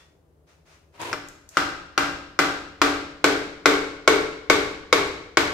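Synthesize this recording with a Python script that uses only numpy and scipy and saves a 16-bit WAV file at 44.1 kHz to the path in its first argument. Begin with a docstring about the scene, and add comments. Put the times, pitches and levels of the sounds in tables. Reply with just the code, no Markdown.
"""A garage, humming faintly: a steel hammer drives a part into a cast-iron engine block. A clink fades, a sleeve
rustles, the tool scrapes into place, then come one light, bouncing tap and ten hard blows. Rubbing is coloured noise
under stroke envelopes; each blow is a burst of noise (crack) and two sets of damped modes, the clank of the part and
the ring of the block. As the part seats, the clank moves from its own pitch into the block, which rings deeper and
longer. The garage answers each blow with diffuse, decaying noise."""
import sys
import numpy as np
from scipy import signal
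from scipy.fft import rfft, irfft, next_fast_len
from scipy.io import wavfile
from scipy.ndimage import uniform_filter1d, map_coordinates

SR = 44100
rng = np.random.default_rng(int(sys.argv[2]) if len(sys.argv) > 2 else 0)


def transcribe(signal):
    """Save signal, clipped to [-1, 1], as a 16-bit WAV file at the path in sys.argv[1]."""
    frames = np.atleast_2d(signal).T
    limited = np.clip(frames, -1, 1)
    pcm = np.round(limited * 32767).astype(np.int16)
    wavfile.write(sys.argv[1], SR, pcm)


N = 243873  # length in samples
AGE = np.arange(SR) / SR  # time since a contact, s

# Low tones in the hum. Each row: frequency in Hz, level in dB before a common lift.
DRONE_TONES = [(75.4, -71.5), (156.1, -77.5)]
DRONE_LIFT_DB = 5.5
# Rumble of the garage. Each row: frequency in Hz, relative density in dB per Hz.
HUM_SPECTRUM = [(20, -29.5), (33, -26), (48, -5), (62, -1.5), (88, 1), (115, -13), (155, -1), (200, -16.5),
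                (310, -8), (420, -8.5), (620, -13.5), (950, -21), (2500, -35), (9400, -41), (16000, -43)]
# A faint, fading clink. Each row: frequency in Hz, t60 in s, level in dB.
CLINK_MODES = [(1890, 0.47, -62.5), (2720, .33, -64), (3295, 0.37, -67), (3460, 0.41, -61),
               (3540, 0.44, -61), (5216, .34, -66)]
# The sleeve rubs with each move of the arm. Each row: start in s, length in s, level in dB.
SLEEVE_STROKES = [(-.06, .06, -55), (.465, 0.028, -57), (.65, 0.095, -56), (.92, .06, -60),
                  (1.5, .04, -51.5), (1.542, 0.028, -41)]
SLEEVE_ATTACK_S, SLEEVE_T60_S = 0.023, 0.52
# Rubbing cloth. Each row: frequency in Hz, relative density in dB per Hz.
CLOTH_SPECTRUM = [(350, -30), (600, -3.5), (768, -9.5), (1240, -6), (2650, -9), (3210, -13), (6200, -14),
                  (13000, -34), (16000, -34)]
# The tool is set on, then pushed home. Each row: start in s, length in s, level in dB.
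SCRAPE_STROKES = [(.935, .055, -52.5), (.991, .11, -33.5)]
SCRAPE_ATTACK_S, SCRAPE_T60_S = 0.01, 0.4
# Scraping steel. Each row: frequency in Hz, relative density in dB per Hz.
SCRAPE_SPECTRUM = [(59, -44), (100, -5.5), (210, -19), (328, 0), (373, -7.5), (547, -7), (872, -9),
                   (950, 0.5), (1200, -9.5), (2690, -12), (9410, -30.5), (11400, -34.5), (16000, -42)]
# Light touches of steel. Each row: time in s, level in dB.
TOUCHES = [(1.0152, -31.5), (1.2745, -52), (1.286, -37.5), (1.4905, -37)]
# Colour of a touch. Each row: frequency in Hz, relative density in dB per Hz.
TOUCH_SPECTRUM = [(1500, -32), (4500, -4.5), (7000, 6.5), (9500, -8), (13000, -7), (16000, -20.5)]

# Hammer blows, the first two being the tap and its bounce. Each row: time in s, force in dB.
BLOW_FORCES = [(1.1291, -8.5), (1.1372, -17.5), (1.5700, -0.5), (1.9773, 0), (2.39, 1), (2.8163, 1),
               (3.2419, 1), (3.6570, 1), (4.0762, 0.5), (4.4990, 0.5), (4.9266, 0), (5.371, 0)]
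# How tightly the part sits: the first hard blow frees it, then it tightens until it is home.
# Each row: time in s, seating from 0 (loose) to 1 (tight).
SEATING_CURVE = [(1.13, 0.23), (1.57, 0), (1.95, 0.064), (4.1, 0.97), (4.9, 1), (5.37, 0.82)]
# Short resonances of the struck part. Each row: frequency in Hz, t60 in s, dB when loose, dB when seated.
CLANK_MODES = [(331.8, 0.075, -22, -16), (485.6, 0.081, -30.5, -16), (611, 0.11, -29, -22),
               (806, 0.057, -31, -29.5), (903, 0.053, -29.5, -22.5), (1116, 0.05, -22, -9),
               (1282, 0.029, -6.5, -15), (1389, 0.022, -1.5, -6.5), (1519, 0.032, -15, -11.5),
               (1686, 0.066, -30, -28), (2037, 0.05, -18, -20), (2190, 0.022, -22.5, -2),
               (2383, 0.041, -17, -19.5), (2750, 0.022, -13.5, -35), (3887, 0.024, -43, -13.5),
               (5250, 0.0085, -8.5, -21), (5525, 0.012, -13, -30)]
# Long ring of the block. 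Each row: frequency in Hz, t60 in s, dB when loose, dB when seated.
RING_MODES = [(284.8, 0.72, -23.5, -25), (301, 0.68, -34, -31), (315.3, 0.74, -35.5, -32),
              (338.8, 0.58, -36.5, -31), (387.2, 0.55, -31.5, -22.5), (397.3, 0.61, -40.5, -21),
              (410, 0.66, -43, -25), (436.3, 0.69, -33.5, -19.5), (457.6, 0.71, -42, -28),
              (549.5, 1, -41.5, -40.5), (587, 0.62, -37, -34.5), (686, 0.55, -32, -35),
              (776, 0.59, -27, -37.5), (870, 0.7, -43, -37), (1090, .55, -45, -37.5),
              (1164, 0.65, -27.5, -38.5), (1344, 0.41, -27, -38), (1349, 0.5, -29, -55),
              (1505, 0.59, -25.5, -35.5), (1593, 0.74, -28, -41), (1725, 0.32, -48, -43),
              (2100, 0.47, -61, -51), (2200, 0.89, -52, -41), (2290, 0.51, -40, -33),
              (3645, 0.38, -48, -24), (5860, 0.39, -51, -47), (6340, .3, -61, -32)]
# Crack of steel on steel. Each row: frequency in Hz, relative density in dB per Hz.
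CRACK_SPECTRUM = [(150, -34), (500, 9.5), (1500, 3), (3000, 2.5), (5500, -1), (7500, -6), (9500, -20.5),
                  (12000, -20.5), (16000, -28)]
# Thud of the engine stand. Each row: frequency in Hz, relative density in dB per Hz.
THUD_SPECTRUM = [(18, -14), (32, -1.5), (45, -11.5), (70, -1.5), (110, -6), (135, -12.5), (170, -1.5),
                 (210, -17.5), (300, -23), (800, -68)]
# The garage's answer to the crack. Each row: frequency in Hz, relative density in dB per Hz.
WASH_SPECTRUM = [(100, -13), (220, -5.5), (320, 1), (800, 0.5), (1500, 3.5), (2800, -2.5), (4200, -3.5),
                 (6000, -9.5), (8000, -13.5), (9300, -24.5), (12000, -22), (15500, -31)]
# The walls' answer to the clank. Each row: frequency in Hz, relative density in dB per Hz.
WALL_SPECTRUM = [(300, -0.73), (900, -0.55), (3000, -0.56)]
# Reverberation of the garage. Each row: frequency in Hz, t60 in s.
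GARAGE_T60 = [(60, 1.4), (160, 0.95), (420, 0.81), (1100, 0.7), (3000, 0.73), (5500, 0.69), (8000, 0.61),
              (14000, 0.42)]
# Likeness of left and right in diffuse sound. Each row: frequency in Hz, correlation from 0 to 1.
LEFT_RIGHT_LIKENESS = [(60, 0.98), (350, 0.7), (750, 0.48), (1500, 0.022), (5000, 0.024)]
# Colour of the two microphones. Each row: frequency in Hz, left minus right in dB.
MICROPHONE_LEAN = [(60, 3), (200, 0), (380, 3), (700, 2.5), (1300, 3), (2400, 2), (4400, 1.3), (7000, -5),
                   (9000, 10), (15000, 7)]

# base levels, to which each part of a blow adds its own dB
CRACK_DB, CRACK_TIGHT_DB = -3, 4  # crack on a loose part, and what a tight one adds
RING_DB, RING_LOOSE_DB = 4, -8.5  # ring of the block, and what a loose part fails to pass on
BOTTOM_S, DAMPING_DB_PER_S = 3.66, 4.5  # as the part bottoms out it damps the block more and more
THUD_DB, THUD_DB_PER_S = -39.5, 2  # the stand takes more of each blow once the part bottoms out
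ROOM_DB = 1  # the garage's answer
CRACK_GROWS, RING_GROWS, ROOM_GROWS = 0.25, 0.51, 0.4  # extra dB per dB of force: a soft tap is duller and drier
RING_TILT = 0.25  # dB per octave per dB of force: a soft tap barely wakes the high ring
TOP_HZ = 15700  # band limit of the recorder


def amp(db):
    """A level in decibels corresponds to an amplitude ratio of 10 ** (dB / 20)."""
    return 10 ** (np.asarray(db) / 20)


def unit(x):
    """A signal divided by its root mean square has unit effective value."""
    return x / np.sqrt(np.mean(x ** 2) + 1e-20)


def along(points, hz):
    """Properties given at a few frequencies are interpolated on a logarithmic frequency axis."""
    f, v = np.transpose(points)
    return np.interp(np.log(hz + 1), np.log(f + 1), v)


def filtered(x, response):
    """A linear system multiplies the spectrum of its input by its frequency response."""
    size = x.shape[-1]
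    m = next_fast_len(size + SR // 8)  # padding keeps delayed sound from wrapping round
    hz = np.fft.rfftfreq(m, 1 / SR)
    return irfft(rfft(x, m) * response(hz), m)[..., :size]


def noise(spectrum, size):
    """Diffuse sound of unit rms is alike at both ears in the bass and unrelated in the treble."""
    def mid_side_response(hz):
        # mid and side weighted by cosine and sine of this angle give the wanted correlation
        angle = np.arccos(np.clip(along(LEFT_RIGHT_LIKENESS, hz), -1, 1)) / 2
        return amp(along(spectrum, hz)) * [np.cos(angle), np.sin(angle)]

    mid, side = filtered(rng.standard_normal((2, size)), mid_side_response)
    return unit(np.array([mid + side, mid - side]))


def fade(t60):
    """A damped vibration decays exponentially, by 60 dB in its t60."""
    return amp(-60 * AGE / t60)


def onset(rise):
    """A driven response approaches its full amplitude exponentially, with time constant rise in s."""
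    return 1 - np.exp(-AGE / rise)


def strokes(rows, attack, t60):
    """Rubbing builds up, holds while the stroke lasts and dies away; the powers of strokes add."""
    t, power = np.arange(N) / SR, 0
    for start, length, db in rows:
        rise = 1 - np.exp(-np.maximum(t - start, 0) / attack)
        release = amp(-60 * np.maximum(t - start - length, 0) / t60)
        power = power + (amp(db) * rise * release) ** 2
    return np.sqrt(power)


def tail(spectrum, rise):
    """Reverberation builds up, then each frequency decays at the rate the enclosure allows it."""
    hz, t, z = signal.stft(noise(spectrum, size=SR), SR, nperseg=512)
    decay = amp(-60 * t / along(GARAGE_T60, hz)[:, None])
    dying = signal.istft(z * decay, SR, nperseg=512)[1][:, :SR]
    return dying * onset(rise)


def modes(table, seat, phases, scatter_db):
    """A solid rings in damped modes, whose balance shifts as the part tightens in the block."""
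    out = 0
    for (hz, t60, loose_db, seated_db), phase in zip(table, phases):
        level = loose_db + seat * (seated_db - loose_db) + scatter_db * rng.standard_normal()
        out = out + amp(level) * fade(t60) * np.sin(2 * np.pi * hz * AGE + phase)
    return out


def add(track, s, sound):
    """Sounds superpose: this one is added in place from time s."""
    part = track[:, round(s * SR):][:, :sound.shape[-1]]
    part += sound[..., :part.shape[-1]]


def hum():
    """A low hum is the sum of steady tones, wavering slowly in phase, and a broadband rumble."""
    t = np.arange(N) / SR
    tones = 0
    for hz, db in DRONE_TONES:
        # smooth curve through six random points per second
        drift = map_coordinates(rng.standard_normal(int(t[-1] * 6) + 4), [t * 6])
        tones = tones + amp(db + DRONE_LIFT_DB) * np.sin(2 * np.pi * hz * t + 0.74 * drift)
    return tones + amp(-61) * noise(HUM_SPECTRUM, size=N)


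def clink():
    """A faint clink is a few modes decaying freely, each with its own phase at left and right."""
    out = np.zeros((2, N))
    for hz, t60, db in CLINK_MODES:
        phase = rng.uniform(0, 2 * np.pi, (2, 1))
        add(out, 0, amp(db) * fade(t60) * onset(rise=0.0026) * np.sin(2 * np.pi * hz * AGE + phase))
    return out


def sleeve():
    """Friction of cloth radiates broadband noise that follows the strokes of the arm."""
    return strokes(SLEEVE_STROKES, SLEEVE_ATTACK_S, SLEEVE_T60_S) * noise(CLOTH_SPECTRUM, size=N)


def scraping():
    """Sliding steel moves in tiny slips, which roughen the level of its friction noise."""
    slip_energy = uniform_filter1d(rng.exponential(size=N) ** 3, size=130)
    slips = unit(np.sqrt(np.abs(slip_energy)))
    envelope = strokes(SCRAPE_STROKES, SCRAPE_ATTACK_S, SCRAPE_T60_S)
    return envelope * slips * noise(SCRAPE_SPECTRUM, size=N)


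def touches():
    """A light contact of steel is a short burst of treble noise followed by its reverberation."""
    out = np.zeros((2, N))
    for s, db in TOUCHES:
        burst = noise(TOUCH_SPECTRUM, size=SR) * fade(0.019)
        answer = amp(-17.5) * tail(TOUCH_SPECTRUM, rise=0.0022)
        add(out, s, amp(db) * (burst + answer))
    return out


def contact(s, force_db):
    """Impact energy divides: a tighter part cracks harder and drives the block, until it bottoms out."""
    seat = np.interp(s, *np.transpose(SEATING_CURVE))
    home_s = max(s - BOTTOM_S, 0)
    crack_db = CRACK_DB + CRACK_TIGHT_DB * seat + CRACK_GROWS * force_db
    ring_db = RING_DB + RING_LOOSE_DB * (1 - seat) ** 2 + RING_GROWS * force_db - DAMPING_DB_PER_S * home_s
    thud_db = THUD_DB + THUD_DB_PER_S * home_s
    return seat, crack_db, ring_db, thud_db


def struck_part(seat):
    """Modes of a loose part start together; a tight one radiates from all over the block, out of step."""
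    phases = seat * rng.normal(0, 1.23, len(CLANK_MODES))
    return modes(CLANK_MODES, seat, phases, scatter_db=1.43) * onset(rise=0.00093)


def steel_crack(seat, crack_db):
    """The brief collision of steel radiates a noise burst, which lasts longer on a tight part."""
    burst = noise(CRACK_SPECTRUM, size=SR) * fade(0.018 + 0.0096 * seat)
    return amp(crack_db - 7) * burst * onset(rise=0.00051)


def floor_bounce(direct):
    """The far side of the part radiates in opposite phase and arrives 7 ms late by way of the floor."""
    return -0.3 * filtered(direct, lambda hz: np.exp(-2j * np.pi * hz * 0.007))


def castings_scatter(crack_db):
    """The crack scatters off nearby castings before the walls answer."""
    return amp(crack_db - 22.5) * noise(CRACK_SPECTRUM, size=SR) * fade(0.091) * onset(rise=0.0024)


def garage_answer(clank, crack_db, force_db, walls, wash):
    """The enclosure convolves the clank with its impulse response and answers the crack diffusely."""
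    echo = amp(-5) * signal.fftconvolve(clank[None], walls / np.linalg.norm(walls[0]), axes=1)[:, :SR]
    return amp(ROOM_DB + ROOM_GROWS * force_db) * (echo + amp(crack_db - 21.5) * wash)


def block_ring(seat, ring_db, force_db, phases):
    """The block's modes ring long, and a harder blow excites the high ones more."""
    ring = amp(ring_db) * modes(RING_MODES, seat, phases, scatter_db=1.1) * onset(rise=0.013)
    return filtered(ring, lambda hz: amp(RING_TILT * force_db * np.log2(np.clip(hz / 350, 1, 6))))


def room_paths():
    """Three diffuse responses: the walls to the clank, the room to the crack, and the stand's thud."""
    return tail(WALL_SPECTRUM, rise=0.0084), tail(WASH_SPECTRUM, rise=0.0017), tail(THUD_SPECTRUM, rise=0.0071)


def renewed(usual, fresh, change):
    """Unrelated responses mix by power: no two blows land on quite the same spot."""
    return np.sqrt(1 - change) * usual + np.sqrt(change) * fresh


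def hammer():
    """An impact superposes crack, clank, floor bounce, scatter, the block's ring, the thud and the room."""
    out = np.zeros((2, N))
    # block and listener stay put, so all blows share nearly the same paths through the room
    usual = room_paths()
    # high modes reach left and right out of step
    ring_phases = [rng.uniform(0, 2 * np.pi) + rng.normal(0, min(hz / 1500, 2), (2, 1))
                   for hz, *_ in RING_MODES]
    for s, force_db in BLOW_FORCES:
        seat, crack_db, ring_db, thud_db = contact(s, force_db)
        walls, wash, thud = [renewed(old, new, change=0.33) for old, new in zip(usual, room_paths())]
        clank = struck_part(seat)
        direct = clank + steel_crack(seat, crack_db)
        early = direct + floor_bounce(direct) + castings_scatter(crack_db)
        room = garage_answer(clank, crack_db, force_db, walls, wash)
        ring = block_ring(seat, ring_db, force_db, ring_phases)
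        add(out, s, amp(force_db) * (early + room + ring + amp(thud_db) * thud))
    return out


def scene():
    """The sound field is the sum of the garage's hum, the handling noises and the hammer blows."""
    return hum() + clink() + sleeve() + scraping() + touches() + hammer()


def record(dry):
    """Two microphones differ in colour; the recorder saturates on high peaks and ends at its band limit."""
    heard = filtered(dry, lambda hz: amp(along(MICROPHONE_LEAN, hz) * [[0.5], [-0.5]]))
    ceiling = 0.99
    rounded = heard / (1 + np.abs(heard / ceiling) ** 6) ** (1 / 6)
    return filtered(rounded, lambda hz: 1 / np.sqrt(1 + (hz / TOP_HZ) ** 120))


dry = scene()
out = record(dry)
transcribe(out)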